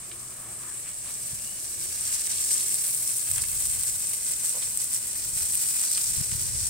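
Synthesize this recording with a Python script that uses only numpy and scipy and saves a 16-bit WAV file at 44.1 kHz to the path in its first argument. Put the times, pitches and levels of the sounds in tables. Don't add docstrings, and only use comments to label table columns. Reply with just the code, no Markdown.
import sys
import numpy as np
from scipy import signal
from scipy.fft import rfft, irfft, next_fast_len
from scipy.io import wavfile
from scipy.ndimage import uniform_filter1d

SR = 44100
rng = np.random.default_rng(int(sys.argv[2]) if len(sys.argv) > 2 else 0)


def put_to_file(sound):
    columns = np.atleast_2d(sound).T
    safe = np.clip(columns, -1, 1)
    whole_steps = np.round(safe * 32767)
    wavfile.write(sys.argv[1], SR, whole_steps.astype(np.int16))


N = 295029
TIME_S = np.arange(N) / SR

# t/s, hiss/dB, patter re hiss/dB, sizzle re hiss/dB
SPRAY_LEVELS = [(0, -40, -12.5, -13), (0.4, -40, -14, -10.5), (0.75, -36.5, -15.5, -11.5),
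                (1.0, -37.5, -13.5, -11), (1.25, -35.5, -11.5, -8.5), (1.7, -36, -10, -7.1),
                (2.1, -31.5, -9, -9), (2.55, -29.5, -9.5, -9), (2.92, -30.5, -10.5, -3),
                (3.2, -32, -10.5, -5.1), (3.7, -30, -13, -6.5), (4.2, -31, -11.5, -7.5),
                (4.7, -31.6, -11, -8.0), (5.2, -33, -10.5, -7.0), (5.55, -29, -11.0, -4.5),
                (5.95, -28, -9, -8), (6.3, -30.5, -9, -9), (6.69, -31.5, -7.5, -9)]
# f/Hz, gain/dB
SPRAY_SPECTRUM = [(400, -29.5), (850, -24.5), (1400, -22.5), (2400, -19), (3400, -20.5), (4500, -15.5),
                  (5800, -10.5), (6900, -11), (7800, -3), (8600, -0.24), (9300, -5), (11000, -10),
                  (13000, -9.5), (16000, -10)]
# f/Hz, left-right/dB
SPRAY_PAN = [(1200, -1.5), (2600, -4.5), (3300, 0.5), (4400, -3.5), (6000, -4.5), (7200, 3), (8000, -1),
             (8600, 4), (9400, 0), (15000, -0.7)]
# crest t/s, half-width/s, lift/dB
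JET_SWEEPS = [(2.07, 0.024, 3), (2.144, 0.013, 4), (2.53, .04, 2.5), (2.615, .04, 2.5), (3.323, .07, 2),
              (3.684, 0.051, 2.5), (3.83, 0.14, 0), (4.11, 0.056, 3), (4.299, 0.098, 5.5), (4.47, 0.11, 7),
              (4.634, 0.068, 6), (4.816, 0.054, 4), (4.946, .05, 4), (5.398, 0.042, 4)]
# t/s, level/dB
HUM_LEVELS = [(0, -52), (.4, -55.5), (1.0, -56.5), (1.5, -61.5), (6.69, -60)]
# crest t/s, half-width/s, level/dB
DRONE_CRESTS = [(0.123, 0.079, -60), (0.557, 0.43, -64), (1.78, .22, -60), (2.578, 0.29, -58.5),
                (6.294, .4, -66.5)]
# f/Hz, gain/dB
DRONE_SPECTRUM = [(150, -19.5), (270, -7), (350, 3), (410, -3.5), (520, -14.5), (1000, -34)]
# f/Hz, gain/dB
AIR_SPECTRUM = [(28, -4.5), (60, 3.5), (200, 2.5), (300, -3), (470, -7.5), (620, -4.5), (850, -9),
                (1200, -11), (2000, -11), (3500, -21), (6000, -29)]
# f/Hz, gain/dB
WIND_SPECTRUM = [(15, -20), (35, 0.5), (67, 6), (130, 1.5), (200, -12.5), (300, -24), (600, -50)]
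# crest t/s, rise/s, fall/s, left/dB, right/dB
WIND_GUSTS = [(1.35, .06, .15, -49, -66), (1.88, 0.23, 0.54, -51.5, -52), (2.38, 0.11, 0.11, -57, -53),
              (3.39, 0.12, 0.079, -56, -36.5), (3.56, 0.23, 0.57, -51, -41.5), (4.0, .2, .9, -59.5, -55.5),
              (5.38, 0.28, .3, -45, -54), (6.11, 0.1, 0.054, -44, -42), (6.2, 0.058, 0.04, -30.5, -46),
              (6.55, 0.4, .35, -40, -40)]
# t/s, level/dB, f/Hz, left-right/dB
LOW_THUMPS = [(1.329, -37, 124, 1), (5.362, -41, 110, 18), (6.208, -28, 115, 17), (6.322, -34.5, 125, 15),
              (6.349, -28.5, 105, 7)]
# crest t/s, half-width/s, level/dB, centre f/Hz, bandwidth/octaves
SCUFF_BANDS = [(0.12, 0.86, -61, 1170, .4), (0.46, 0.17, -54, 1030, 1.7), (0.67, 0.13, -52, 1310, 0.96),
               (0.875, 0.045, -49, 1990, 1.25), (1.085, 0.069, -50, 1800, 4.3),
               (3.382, 0.043, -45, 1510, 2.4)]
# t/s, relative level/dB
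SPLAT_HITS = [(0.1145, -34), (1.2844, -40), (2.2712, -33), (2.5532, -33), (3.3802, -31), (3.4366, -30.5),
              (4.6238, -32), (4.8214, -40), (5.0804, -48), (5.9777, -29.5), (6.3162, -33)]
# f/Hz, gain/dB
SPLAT_SPECTRUM = [(600, -22), (1250, -0.5), (2000, 3.5), (3800, 3), (5500, -9), (12000, -28)]
# t/s, f/Hz, relative level/dB
BIRD_CONTOUR = [(1.3, 2200, -80), (1.36, 2550, -57), (1.43, 2820, -49), (1.5, 2947, -49), (1.57, 2950, -57),
                (1.66, 2930, -80)]
# crest t/s, half-width/s, level/dB, centre f/Hz, bandwidth/octaves
GUSH_BANDS = [(2.1, 0.29, -51, 2170, 1.2), (2.34, 0.11, -44.5, 4500, 1.3), (2.59, 0.068, -43.5, 4430, 1.2),
              (2.93, 0.71, -37, 9700, 0.22), (4.29, 0.03, -46, 3500, 2.2), (4.63, .025, -44, 3820, 1.7),
              (5.96, 0.078, -36.5, 4930, 0.49)]
# t/s, relative level/dB
FAT_DROP_HITS = [(2.0088, -17), (2.0525, -16), (2.1332, -18), (2.7424, -9.5), (2.9472, -11), (3.3134, -11),
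                 (3.3802, -12), (3.4186, -12), (3.6691, -14), (3.6945, -18), (3.8332, -11.5), (4.0698, -17),
                 (4.4478, -14), (4.4932, -13), (4.7733, -11), (4.9367, -12), (5.3767, -15), (5.7952, -14),
                 (5.814, -11), (5.9145, -13), (5.9344, -16.5), (5.9727, -14)]
# t/s, relative level/dB
CLATTER_HITS = [(4.438, -43), (4.544, -40), (4.552, -36), (4.562, -45), (4.569, -35.5), (4.579, -37)]
# f/Hz, gain/dB, T60/s
CLATTER_MODES = [(558, -5.5, 0.055), (690, -2, 0.011), (935, -8, 0.02)]
# t/s, delay/s
BOUNCE_DELAYS = [(0, 0.0017), (2.5, 0.0018), (5.5, 0.002056), (6.69, 0.002)]


def from_db(db):
    return 10 ** (np.asarray(db) / 20)


def unit_rms(x):
    return x / np.sqrt(np.mean(np.atleast_2d(x).mean(axis=0) ** 2) + 1e-20)


def curves(rows):
    times_s, *columns = np.transpose(rows)
    return [np.interp(TIME_S, times_s, column) for column in columns]


def coloured(x, spectrum):
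    size = 2 * next_fast_len(N // 2 + 4096)
    hz, db = np.transpose(spectrum)
    bins_hz = np.arange(size // 2 + 1) * SR / size
    gain = from_db(np.interp(np.log(bins_hz + 1), np.log(hz + 1), db))
    cepstrum = irfft(np.log(gain))
    cepstrum[1:size // 2] *= 2
    cepstrum[size // 2 + 1:] = 0
    return irfft(rfft(x, size) * np.exp(rfft(cepstrum)))[..., :N]


def lowpass(x, hz, order):
    return signal.sosfiltfilt(signal.butter(order, hz, fs=SR, output="sos"), x)


def drift(corner_hz):
    hop = 40
    pole = np.exp(-2 * np.pi * corner_hz * hop / SR)
    slow = signal.lfilter([1], [1, -2 * pole, pole * pole], rng.standard_normal(N // hop + 2002))[2000:]
    return np.interp(np.arange(N) / hop, np.arange(len(slow)), unit_rms(slow))


def stereo_noise(correlation):
    mid, side = rng.standard_normal((2, N))
    return np.sqrt(1 + correlation) * mid + np.sqrt(1 - correlation) * np.array([side, -side])


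def swell(crest_s, rise_s, fall_s):
    age_s = TIME_S - crest_s
    near = (age_s > -3 * rise_s) & (age_s < 3 * fall_s)
    return near * np.exp(-2 * (age_s / np.where(age_s < 0, rise_s, fall_s)) ** 2)


def impacts(per_s, lead_s, size_db=4.5, fan_s=22e-6, scatter_db=4):
    at = np.flatnonzero(rng.random(N) < per_s / SR)
    size = from_db(size_db * np.minimum(rng.exponential(1, len(at)), 5)) * rng.choice([-1, 1], len(at))
    lag = np.round(SR * rng.normal(lead_s, fan_s, len(at))).astype(int)
    pan = from_db(rng.normal(0, scatter_db, len(at)))
    left = np.bincount(at, size * pan, N)
    right = np.bincount(np.clip(at + lag, 0, N - 1), size / pan, N)
    return unit_rms(np.array([left, right]))


def ringing_drops(per_band_per_s=2400, bandwidth_hz=2850, lead_s=0.00023):
    radius = np.exp(-np.pi * bandwidth_hz / SR)
    out = 0
    for hz in np.linspace(1000, 15500, 12):
        leftward = np.clip((hz - 2300) / 1300, 0.05, 1)
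        clicks = impacts(per_band_per_s, lead_s * leftward)
        resonator = [1, -2 * radius * np.cos(2 * np.pi * hz / SR), radius * radius]
        out += unit_rms(signal.lfilter([1, 0, -1], resonator, clicks + 1e-18))
    return unit_rms(out)


def jet_swing_db(span_s=0.38, wobble_db=0.29, wobble_hz=18):
    lift_db = sum(db * swell(s, width_s, width_s) for s, width_s, db in JET_SWEEPS)
    return lift_db - uniform_filter1d(lift_db, int(span_s * SR)) + wobble_db * drift(wobble_hz)


def spray():
    hiss_db, patter_db, sizzle_db = curves(SPRAY_LEVELS)
    hiss_db += jet_swing_db()
    drop_share = np.clip(0.56 + 0.025 * (hiss_db + 24), 0.05, 0.95)
    drops = np.sqrt(drop_share) * ringing_drops()
    mist = np.sqrt(1 - drop_share) * unit_rms(stereo_noise(0.075))
    slugs = from_db(drop_share * (3.03 * drift(53) + 0.95 * drift(260)))
    water = coloured((drops + mist) * slugs, SPRAY_SPECTRUM)
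    to_low = lowpass(water, 3600, order=4)
    to_mid = lowpass(water, 6900, order=7)
    to_high = lowpass(water, 9700, order=3)
    slap = from_db(-50.5 + 0.88 * (hiss_db + 29.5) + 1.12 * drift(27)) * unit_rms(to_low)
    patter = from_db(patter_db - 0.2 + 0.92 * drift(24)) * unit_rms(to_mid - to_low)
    hiss = unit_rms(to_high - to_mid)
    sizzle = from_db(sizzle_db + 1 + 1.6 * drift(33)) * unit_rms(water - to_high)
    left, right = slap + from_db(hiss_db - 1.93) * (patter + hiss + sizzle)
    return np.array([coloured(left, [(hz, db / 2) for hz, db in SPRAY_PAN]),
                     coloured(right, [(hz, -db / 2) for hz, db in SPRAY_PAN])])


def motor(hum_hz=119.4, waver_db=2.5):
    hum_db, = curves(HUM_LEVELS)
    phase = 2 * np.pi * np.cumsum(hum_hz * (1 + 0.0061 * drift(5))) / SR
    tone = np.sin(phase) + from_db(-19.5) * np.sin(2 * phase)
    return from_db(hum_db + waver_db * drift(1.6)) * tone


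def open_air(drone_floor_db=-67.5, air_db=-54):
    swells = sum(from_db(db) * swell(s, width_s, width_s) for s, width_s, db in DRONE_CRESTS)
    drone = unit_rms(coloured(stereo_noise(0.89), DRONE_SPECTRUM))
    air = unit_rms(coloured(stereo_noise(1), AIR_SPECTRUM))
    return (from_db(drone_floor_db) + swells) * drone + from_db(air_db) * air


def wind(breeze_db=-66.5):
    eddies = np.array([unit_rms(port) for port in coloured(rng.standard_normal((2, N)), WIND_SPECTRUM)])
    gust_power = sum((from_db([[left_db], [right_db]]) * swell(s, rise_s, fall_s)) ** 2
                     for s, rise_s, fall_s, left_db, right_db in WIND_GUSTS)
    return np.sqrt(from_db(breeze_db) ** 2 + gust_power) * eddies


def swishes(rows, correlation, grain_db):
    out = 0
    for s, width_s, db, hz, octaves in rows:
        edges_hz = hz * 2 ** (np.array([-0.5, 0.5]) * min(octaves, 3))
        band = signal.butter(2, edges_hz, "band", fs=SR, output="sos")
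        grains = stereo_noise(correlation) * from_db(grain_db * drift(240))
        out += from_db(db) * swell(s, width_s, width_s) * unit_rms(signal.sosfilt(band, grains))
    return out


def scuffs():
    return swishes(SCUFF_BANDS, correlation=0.69, grain_db=2)


def bursts(rows, decay_s, correlation):
    s, db = np.transpose(rows)
    hits = np.bincount((s * SR).astype(int), from_db(db), N)
    envelope = signal.lfilter([1], [1, -np.exp(-1 / (decay_s * SR))], hits + 1e-18)
    return envelope * stereo_noise(correlation)


def splats():
    crack = bursts(SPLAT_HITS, decay_s=0.0043, correlation=0.77)
    scatter = from_db(-11) * bursts(SPLAT_HITS, decay_s=0.032, correlation=0.11)
    return from_db(-2) * coloured(crack + scatter, SPLAT_SPECTRUM)


def bird():
    hz, db = curves(BIRD_CONTOUR)
    singing = (TIME_S > BIRD_CONTOUR[0][0]) & (TIME_S < BIRD_CONTOUR[-1][0])
    phase = 2 * np.pi * np.cumsum(hz * (1 + 0.0047 * drift(61))) / SR
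    whistle = singing * from_db(db - 1) * np.sin(phase)
    lags = (rng.uniform(0.006, 0.073, (2, 6)) * SR).astype(int)
    echoes = np.array([sum(np.roll(whistle, lag) for lag in ear) for ear in lags])
    return 0.58 * whistle + 0.25 * echoes


def thumps(rise_s=0.005):
    out = 0
    for s, db, hz, pan_db in LOW_THUMPS:
        age_s = np.maximum(TIME_S - s, 0)
        envelope = from_db(db) * (age_s / rise_s * np.exp(1 - age_s / rise_s)) ** 2
        out += from_db([[pan_db / 2], [-pan_db / 2]]) * envelope * np.sin(2 * np.pi * hz * age_s)
    return out


def gushes():
    return swishes(GUSH_BANDS, correlation=0.35, grain_db=6.5)


def fat_drops(pitch_hz=8600, half_width_s=0.00055, lead_s=0.00023, gain_db=0.5):
    out = np.zeros((2, N))
    splash = unit_rms(coloured(stereo_noise(0.2), SPRAY_SPECTRUM))
    for s, db in FAT_DROP_HITS:
        detune, stretch_db = rng.standard_normal(2)
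        near = slice(int(s * SR), int((s + 0.005) * SR))
        from_crest_s = TIME_S[near] - s - 0.0013 - np.array([[0], [lead_s]])
        envelope = np.exp(-(from_crest_s / (half_width_s * from_db(stretch_db))) ** 2)
        ping = np.sin(2 * np.pi * pitch_hz * (1 + 0.03 * detune) * from_crest_s)
        out[:, near] += from_db(db + gain_db) * envelope * (0.9 * ping + 0.25 * splash[:, near])
    return out


def clatter(low_cut_hz=470):
    out = np.zeros(N)
    for s, db in CLATTER_HITS:
        near = (TIME_S > s) & (TIME_S < s + 0.2)
        age_s = TIME_S[near] - s
        for hz, mode_db, t60_s in CLATTER_MODES:
            out[near] += from_db(db + mode_db - 60 * age_s / t60_s) * np.sin(2 * np.pi * hz * age_s)
    return signal.sosfilt(signal.butter(4, low_cut_hz, "high", fs=SR, output="sos"), out)


def with_bounce(x, gain_db=-15, cutoff_hz=4500):
    delay_s, = curves(BOUNCE_DELAYS)
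    dull = lowpass(x, cutoff_hz, order=2)
    return x + from_db(gain_db) * np.array([np.interp(TIME_S - delay_s, TIME_S, ear) for ear in dull])


def scene():
    water = spray() + fat_drops() + splats() + gushes()
    movement = scuffs() + clatter()
    return with_bounce(water + movement + open_air()) + wind() + thumps() + motor() + bird()


def record(dry, cutoff_hz=15750):
    return signal.sosfilt(signal.ellip(12, 0.1, 80, cutoff_hz, fs=SR, output="sos"), dry)


dry = scene()
out = record(dry)
put_to_file(out)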